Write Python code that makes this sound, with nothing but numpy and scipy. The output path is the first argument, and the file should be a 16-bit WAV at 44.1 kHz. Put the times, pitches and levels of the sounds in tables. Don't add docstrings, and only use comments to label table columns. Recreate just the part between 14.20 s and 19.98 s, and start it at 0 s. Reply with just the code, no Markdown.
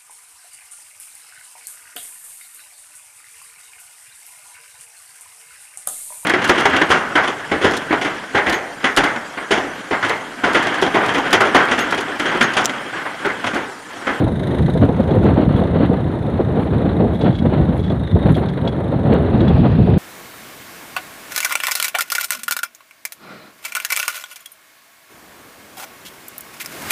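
import sys
import numpy as np
from scipy import signal
from scipy.fft import rfft, irfft, next_fast_len
from scipy.io import wavfile
from scipy.ndimage import uniform_filter1d, minimum_filter1d, map_coordinates

SR = 44100
rng = np.random.default_rng(int(sys.argv[2]) if len(sys.argv) > 2 else 0)


def file_out(sig):
    cols = np.atleast_2d(sig).T
    lim = np.clip(cols, -1, 1)
    pcm = np.round(lim * 32767).astype(np.int16)
    wavfile.write(sys.argv[1], SR, pcm)


def nominal_scale(level):
    x = np.asarray(level, float) / 20
    return 10 ** x


N = 254894
TIME = np.arange(N) / SR

# time in seconds, relative strength in dB,
# eddy size as rumble over flapping in relative dB.
WIND = [(0.0, -22, 10), (0.19, -30.5, 9), (0.39, -24.5, 7.5), (0.56, -26, 9.5), (0.9, -22.5, 5),
        (1.56, -22.5, 6.5), (1.74, -23.5, 7), (2.3, -25.5, 7.5), (2.59, -22.5, 6), (2.77, -23.5, 9),
        (3.09, -28.5, 10.5), (3.41, -21, 4), (3.75, -28, 11.5), (3.93, -29, 8.5), (4.07, -27.5, 12.5),
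        (4.54, -25.5, 4.5), (4.8, -25, 6.5), (4.92, -16.5, 3.5), (5.05, -21, 6), (5.78, -23, 12)]
# start in seconds, relative level in dB, initial
# flutter pitch in Hz, rasp over flapping in relative dB, relative length in seconds.
GUSTS = [(0.019, -9.5, 513, -18, 0.016), (0.067, -12.5, 630, -22.5, 0.019), (0.119, -16, 494, -15, 0.021),
         (0.37, -17.5, 640, -13.5, 0.031), (0.481, -10.5, 436, -18, 0.018), (0.552, -9, 480, -22, 0.028),
         (0.61, -8.5, 470, -15, 0.034), (0.683, -9.5, 543, -26.5, 0.032), (0.797, -2.5, 496, -23.5, 0.012),
         (0.875, -20, 510, -15.5, 0.028), (0.909, -16.5, 439, -17.5, 0.025),
         (0.959, -12, 467, -19.5, 0.028), (1.043, -7, 482, -15.5, 0.048), (1.163, -9, 500, -15.5, 0.05),
         (1.289, -10.5, 430, -13.5, 0.028), (1.338, -13, 434, -15.5, 0.016), (1.372, -15.5, 431, -14, 0.02),
         (1.412, -4.5, 482, -24.5, 0.016), (1.524, -14, 505, -16, 0.028), (1.557, -10.5, 414, -16.5, 0.028),
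         (1.599, -8, 453, -13, 0.042), (1.698, -12.5, 635, -25, 0.044), (1.851, -19.5, 620, -22, 0.028),
         (2.192, -10.5, 659, -17.5, 0.028), (2.372, -13.5, 460, -14, 0.048),
         (2.525, -16, 466, -11.5, 0.028), (2.647, -15, 536, -13.5, 0.028), (2.799, -6, 545, -25, 0.044),
         (2.887, -16.5, 500, -24.5, 0.028), (3.037, -6, 488, -16.5, 0.046), (3.076, -10, 493, -15.5, 0.011),
         (3.251, -9.5, 520, -16.5, 0.015), (3.323, -11, 464, -14, 0.03), (3.518, -19, 430, -16, 0.028),
         (3.703, -9.5, 576, -17, 0.019), (3.955, -7.5, 440, -22.5, 0.021), (4.032, -13, 479, -20.5, 0.025),
         (4.054, -12, 690, -16.5, 0.018), (4.083, -13.5, 696, -10.5, 0.028), (4.161, -11, 503, -12, 0.025),
         (4.209, -12.5, 540, -15.5, 0.039), (4.44, -13.5, 429, -22, 0.036),
         (4.724, -13.5, 545, -16.5, 0.028), (4.895, -8.5, 450, -22.5, 0.028),
         (4.931, -12, 426, -17.5, 0.035), (5.186, -13, 470, -18, 0.035), (5.297, -15, 495, -12.5, 0.028),
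         (5.432, -10, 437, -18, 0.04), (5.586, -14, 444, -22.5, 0.028), (5.673, -12.5, 541, -26.5, 0.032)]


def unit(x):
    return x / np.sqrt(np.mean(x ** 2) + 1e-20)


def curves(rows):
    s, *cols = np.transpose(rows)
    return [np.interp(TIME, s, c) for c in cols]


def wobble(rate):
    knots = rng.standard_normal(2000)
    return map_coordinates(knots, [np.arange(N) * rate / SR % 1990])


def coloured(x, spectrum):
    m = next_fast_len(N + 8192)
    f, db = np.transpose(spectrum)
    log_hz = np.log(np.fft.rfftfreq(m, 1 / SR) + 1)
    gain = nominal_scale(np.interp(log_hz, np.log(f), db, left=-120, right=-120))
    return unit(irfft(rfft(x, m) * gain, m)[:N])


def noise(spectrum):
    return coloured(rng.standard_normal(N), spectrum)


def turned():
    return np.clip((TIME - 5.17) / .3 + .5, 0, 1)


def air():
    # frequency in Hz, relative level in dB per Hz.
    air_spectrum = [(4500, -0.5), (6300, -4.5), (7500, -5), (9500, -1.5), (12500, -12), (15500, -13.5),
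                    (15700, -26.5)]
    return nominal_scale(-64.5 - 0.9 * TIME) * noise(air_spectrum)


def walker():
    # peak time in seconds, level in dB, length in seconds.
    scuffs = [(1.387, -60, .03), (1.948, -64, 0.024), (2.43, -63, .04), (2.948, -60.5, 0.02),
              (3.574, -61.5, 0.042), (4.11, -68, 0.017), (4.147, -55.5, 0.069)]
    # frequency in Hz, relative level in dB per Hz.
    grit_spectrum = [(4500, -30), (6000, -10), (8000, -9), (10000, 0), (11800, -5), (13000, -18),
                     (15600, -24)]
    swell = sum(nominal_scale(db) * np.exp(-((TIME - s) / length) ** 2) for s, db, length in scuffs)
    return swell * unit(nominal_scale(3.4 * wobble(160)) * noise(grit_spectrum))


def clinks():
    # start in seconds, relative level in dB.
    loud_blows = [(0.908, -33.5), (1.363, -34.5), (2.9458, -39), (3.0096, -32), (3.042, -31.5),
                  (3.0679, -39), (3.1266, -38), (3.152, -35), (3.188, -29), (3.593, -35), (3.6371, -34),
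                  (3.699, -31.5), (4.1485, -28.5), (4.2857, -29.5), (4.4752, -24.5), (5.2048, -29.5),
                  (5.28, -28)]
    # nominal pitch in Hz, relative level in dB, 60 dB decay in seconds.
    steel_modes = [(2200, 1.5, 0.037), (3380, 7.5, .07), (3830, 3.5, 0.031), (3670, -9.5, 0.046),
                   (4380, -13, .04), (5000, -24, .05), (6300, -35.5, .05)]
    chance = rng.standard_normal((2 * len(loud_blows), 2))
    lesser = [(abs(s + .07 * a), -42 + 2.5 * b) for (s, _), (a, b) in zip(2 * loud_blows, chance)]
    rings, cracks = np.zeros(N + SR), np.zeros(N + SR)
    t = np.arange(SR // 5) / SR
    for s, db in loud_blows + lesser:
        luck = rng.standard_normal((len(steel_modes), 2))
        luck *= [2.5, .006]
        ring = np.zeros(len(t))
        for (hz, level, t60), (a, b) in zip(steel_modes, luck):
            ring += nominal_scale(level + a - 60 * t / t60) * np.sin(2 * np.pi * hz * (1 + b) * t)
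        i = round(s * SR)
        rings[i:][:len(t)] += nominal_scale(db - 8.0) * ring * (1 - np.exp(-t / 0.00042))
        cracks[i:][:len(t)] += nominal_scale(db - 5.0 - 60 * t / 0.053) * (1 - np.exp(-t / 0.0018))
    crack_spectrum = [(2200, -11.5), (3300, -1), (4300, -7), (4900, -18), (7500, -27), (10000, -34.5),
                      (13000, -55.5)]
    return rings[:N] + cracks[:N] * noise(crack_spectrum)


def bearing():
    # time in seconds, centre pitch in Hz, level in dB.
    squeak_line = [(3.8, 3705, -74), (3.83, 3750, -44), (3.9, 3550, -43), (3.97, 3690, -48),
                   (4.07, 3650, -43), (4.11, 3600, -70)]
    hz, db = curves(squeak_line)
    phase = 2 * np.pi * np.cumsum(hz + 70 * wobble(33)) / SR
    return nominal_scale(db) * unit(.6 + wobble(300)) * np.sin(phase)


def engine():
    # time in seconds, firings a second.
    speed = [(0.0, 26.08), (0.6, 26.44), (1.2, 26.87), (1.8, 27.14), (2.7, 26.98), (3.1, 26.06),
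             (3.5, 26.2), (3.9, 25.84), (4.6, 26.22), (5.2, 26.22), (5.78, 27.34)]
    # time in seconds, relative level in dB.
    clatter_level = [(0.0, -47), (0.39, -41.5), (0.72, -50), (1.38, -48.5), (2.19, -52), (3.12, -48.5),
                     (3.7, -51.5), (4.02, -45), (4.49, -51.5), (5.78, -49)]
    # frequency in Hz, relative level in dB per Hz.
    clatter_spectrum = [(900, -26), (1500, 7), (2000, 6.5), (2600, -13.5), (3200, -3.5), (3700, 4.5),
                        (4200, -6.5), (4800, -37), (5500, -46.5)]
    middle_spectrum = [(4300, -8), (4900, -1.5), (5500, -7), (6300, 0.5), (6900, -4), (7600, -18)]
    high_spectrum = [(7000, -16.5), (8000, -5.5), (9200, 4), (10500, -2), (11700, -5.5), (12800, -18.5),
                     (15400, -23), (15700, -24)]

    rate, = curves(speed)
    firings = np.cumsum(rate) / SR + .95
    since = firings % 1 / rate
    luck = rng.standard_normal((200, 3))[firings.astype(int)]

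    def jolt(peak_s):
        return since / peak_s * np.exp(1 - since / peak_s)

    clatter = .45 + 1.3 * nominal_scale(2.5 * luck[:, 0]) * jolt(.0038)
    high = .42 + 1.2 * nominal_scale(.8 * luck[:, 0] + 2.4 * luck[:, 1]) * jolt(.003)
    middle = .45 + nominal_scale(.8 * luck[:, 0] + 3 * luck[:, 2]) * jolt(.003)

    clatter_db, = curves(clatter_level)
    high_db = clatter_db.mean() + .4 * (clatter_db - clatter_db.mean()) - 19.5
    high_db += 8 / (1 + TIME ** 4)
    high_db += .5 * TIME
    high_db -= 3 * turned()
    middle_db = high_db - 6.0 + 3.0 * np.exp(-((TIME - .81) / .5) ** 2)

    clatter_noise = unit(clatter * nominal_scale(0.58 * wobble(60)) * noise(clatter_spectrum))
    high_noise = unit(high * nominal_scale(1.2 * wobble(90)) * noise(high_spectrum))
    middle_noise = unit(middle * nominal_scale(1.3 * wobble(100)) * noise(middle_spectrum))
    return nominal_scale(clatter_db + 4.5) * clatter_noise + nominal_scale(high_db) * high_noise + nominal_scale(middle_db) * middle_noise


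def clicks():
    # time in seconds, level in dB before the dulling.
    snaps = [(1.0423, -18), (4.9394, -16.5), (5.1848, -30)]
    spikes = np.zeros(N)
    for s, db in snaps:
        spikes[round(s * SR)] = -nominal_scale(db)
    return signal.lfilter([.5], [1, -.5], spikes)


def flutters():
    out, t = np.zeros(N + SR), np.arange(2000) / SR
    luck = rng.uniform(-0.99, 1, (len(GUSTS), 2))
    for (s, db, hz, *_), (turn, slide) in zip(GUSTS, luck):
        cycles = hz * t * (1 + 12 * slide * t)
        phase = 2 * np.pi * cycles + turn + np.pi * (slide > 0)
        shape = (1 - np.exp(-(t / .0006) ** 2)) * np.exp(-t * hz / 2.74)
        out[round(s * SR):][:len(t)] += nominal_scale(db - 1.5) * shape * np.cos(phase)
    return out[:N]


def pops():
    # centre in seconds, relative level in dB, pitch in Hz.
    set_eddies = [(0.0457, -1.5, 125), (0.638, 8.5, 190), (0.7988, -7, 386), (0.815, -8, 172),
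                  (0.9776, 0.5, 120), (1.042, 3, 195), (1.18, 5.5, 218), (1.2002, 7, 256),
                  (1.234, 2.5, 210), (1.2805, 10, 168), (1.3095, 5.5, 203), (1.3492, 8.5, 149),
                  (1.415, -5, 462), (1.635, 10, 244), (1.701, 10, 201), (2.8008, 4, 159),
                  (2.8227, 3.5, 244), (3.0977, 8, 176), (3.224, 6, 203), (3.2488, 2.5, 204),
                  (3.2699, 6, 224), (3.9562, 10, 184), (4.0589, 6, 183), (5.2776, -3, 163),
                  (5.3462, 8, 106), (5.4033, 8, 230), (5.4432, 4.5, 182)]
    strength_db = curves(WIND)[0]
    chance_eddies = []
    for a, b, c in rng.uniform(0, 1, (30, 3)):
        db = strength_db[int(a * N)] + 18 + 8 * b
        chance_eddies.append((a * N / SR, db, 167 * 2 ** (c - .5)))
    out, t = np.zeros(N + SR), (np.arange(2000) - 1000) / SR
    for (s, db, hz), turn in zip(set_eddies + chance_eddies, rng.uniform(0, 2 * np.pi, 100)):
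        burst = np.exp(-(t * hz / 0.58) ** 2) * np.cos(2 * np.pi * hz * t + turn)
        out[round(s * SR):][:len(t)] += nominal_scale(db - 8.0) * burst
    return out[1000:][:N]


def swells():
    # start in seconds, length in seconds, relative level in dB.
    large_eddies = [(0.022, 0.034, -9), (0.384, 0.069, -9.5), (0.52, 0.057, -11), (0.593, 0.072, -7.5),
                    (0.792, 0.053, -18), (0.874, 0.31, -12.5), (1.083, 0.19, -17), (1.255, 0.033, -13),
                    (1.328, 0.032, -18), (1.384, 0.047, -15), (1.554, 0.033, -24), (1.597, 0.039, -19),
                    (2.373, 0.049, -14), (2.629, 0.047, -20), (2.661, 0.045, -11), (2.789, 0.07, -18),
                    (3.092, 0.035, -10.5), (3.194, 0.024, -15), (3.242, 0.065, -13), (3.343, 0.098, -10.5),
                    (3.922, 0.051, -6), (4.036, 0.029, -11.5), (4.077, 0.067, -9), (4.37, 0.04, -19),
                    (4.844, 0.16, -14), (5.118, 0.059, -18), (5.189, 0.033, -14), (5.215, 0.11, -10),
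                    (5.365, 0.095, -8.5), (5.458, 0.058, -14), (5.527, 0.11, -9.5)]
    out = np.zeros(N)
    for s, length, db in large_eddies:
        out += nominal_scale(db - 2) * np.exp(-((TIME - s - length / 2) / (0.39 * length)) ** 2)
    return out


def gusts():
    out, t = np.zeros((2, N + SR)), np.arange(SR // 2) / SR
    for s, db, _, rasp_db, decay_s in GUSTS:
        build = .5 * decay_s
        flap = (1 - np.exp(-t / .002)) * np.exp(-(t / (1.44 * decay_s)) ** 2)
        rasp = t / build * np.exp(1 - t / build)
        out[:, round(s * SR):][:, :len(t)] += nominal_scale([[db - 5], [db + rasp_db - 4.5]]) * [flap, rasp]
    return out[:, :N]


def wind():
    # frequency in Hz, relative level in dB per Hz.
    rumble_spectrum = [(13, -61), (22, -27), (38, -18.5), (75, -1), (97, 0), (173, -1), (278, -10.5),
                       (400, -20), (520, -31), (880, -120)]
    flap_spectrum = [(120, -5), (230, 0), (400, -3), (650, -8), (950, -18.5), (1500, -47.5)]
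    rasp_spectrum = [(500, -4.5), (900, 1.5), (1400, -2.5), (2050, -10.5), (2400, -16), (4200, -21),
                     (5200, -55.5), (6500, -66.5)]
    hiss_spectrum = [(1500, -8.5), (2300, 1.5), (3000, 6), (4400, -4.5), (4750, -19.5), (5200, -40.5),
                     (6000, -52)]
    head_on_spectrum = [(1800, -11.5), (2500, 7), (4700, -8), (5200, -17.5), (6400, -26), (6800, -49.5)]

    strength_db, size_db = curves(WIND)
    mean_db = strength_db.mean()
    gust_flap, gust_rasp = gusts()
    lump, burst, lull = wobble(21.924), wobble(45), wobble(11)
    grain = 1.8 * burst + 1.6 * wobble(120)

    rumble = np.hypot(swells(), nominal_scale(strength_db + size_db - 2))
    rumble_swing = nominal_scale(0.85 * wobble(9) + 0.98 * lump + 0.9 * wobble(30))
    low = rumble * unit(rumble_swing * noise(rumble_spectrum))

    flap = np.hypot(gust_flap, nominal_scale(strength_db + 1.5 + 1.5 * lull))
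    mid = flap * unit(nominal_scale(0.26 * lump + 2.4 * burst) * noise(flap_spectrum))

    steady_rasp_db = mean_db - 12 + .95 * (strength_db - mean_db) + 0.55 * lull + 1.4 * wobble(31)
    rasp = np.hypot(gust_rasp, nominal_scale(steady_rasp_db))
    top = rasp * unit(nominal_scale(0.2 * lump + grain) * noise(rasp_spectrum))

    slow = uniform_filter1d(rasp, size=3001)
    hiss_level = nominal_scale(-20.5) * slow * (slow / slow.mean()) ** 1.3
    spit = nominal_scale(2.6 * wobble(110) + grain)
    hiss = hiss_level * unit(spit * noise(hiss_spectrum))
    hiss += nominal_scale(-45) * turned() * noise(head_on_spectrum)
    return low + mid + top + hiss * nominal_scale(wobble(45))


def scene():
    tractor = engine() + clinks() + bearing()
    return (air() + walker() + tractor + clicks() + flutters() + pops() + wind())[None]


def low_pass(x):
    return signal.sosfilt(signal.butter(12, 15570, fs=SR, output="sos"), x)


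def record(dry):
    port = signal.butter(4, 38, 'high', fs=SR, output='sos')
    dry = signal.sosfilt(port, dry)
    need = np.minimum(1, .87 / (np.abs(dry) + 1e-9))
    gain = uniform_filter1d(minimum_filter1d(need, size=257), size=129)
    gain = uniform_filter1d(gain, size=129)
    return low_pass(dry * gain)


dry = scene()
out = record(dry)
file_out(out)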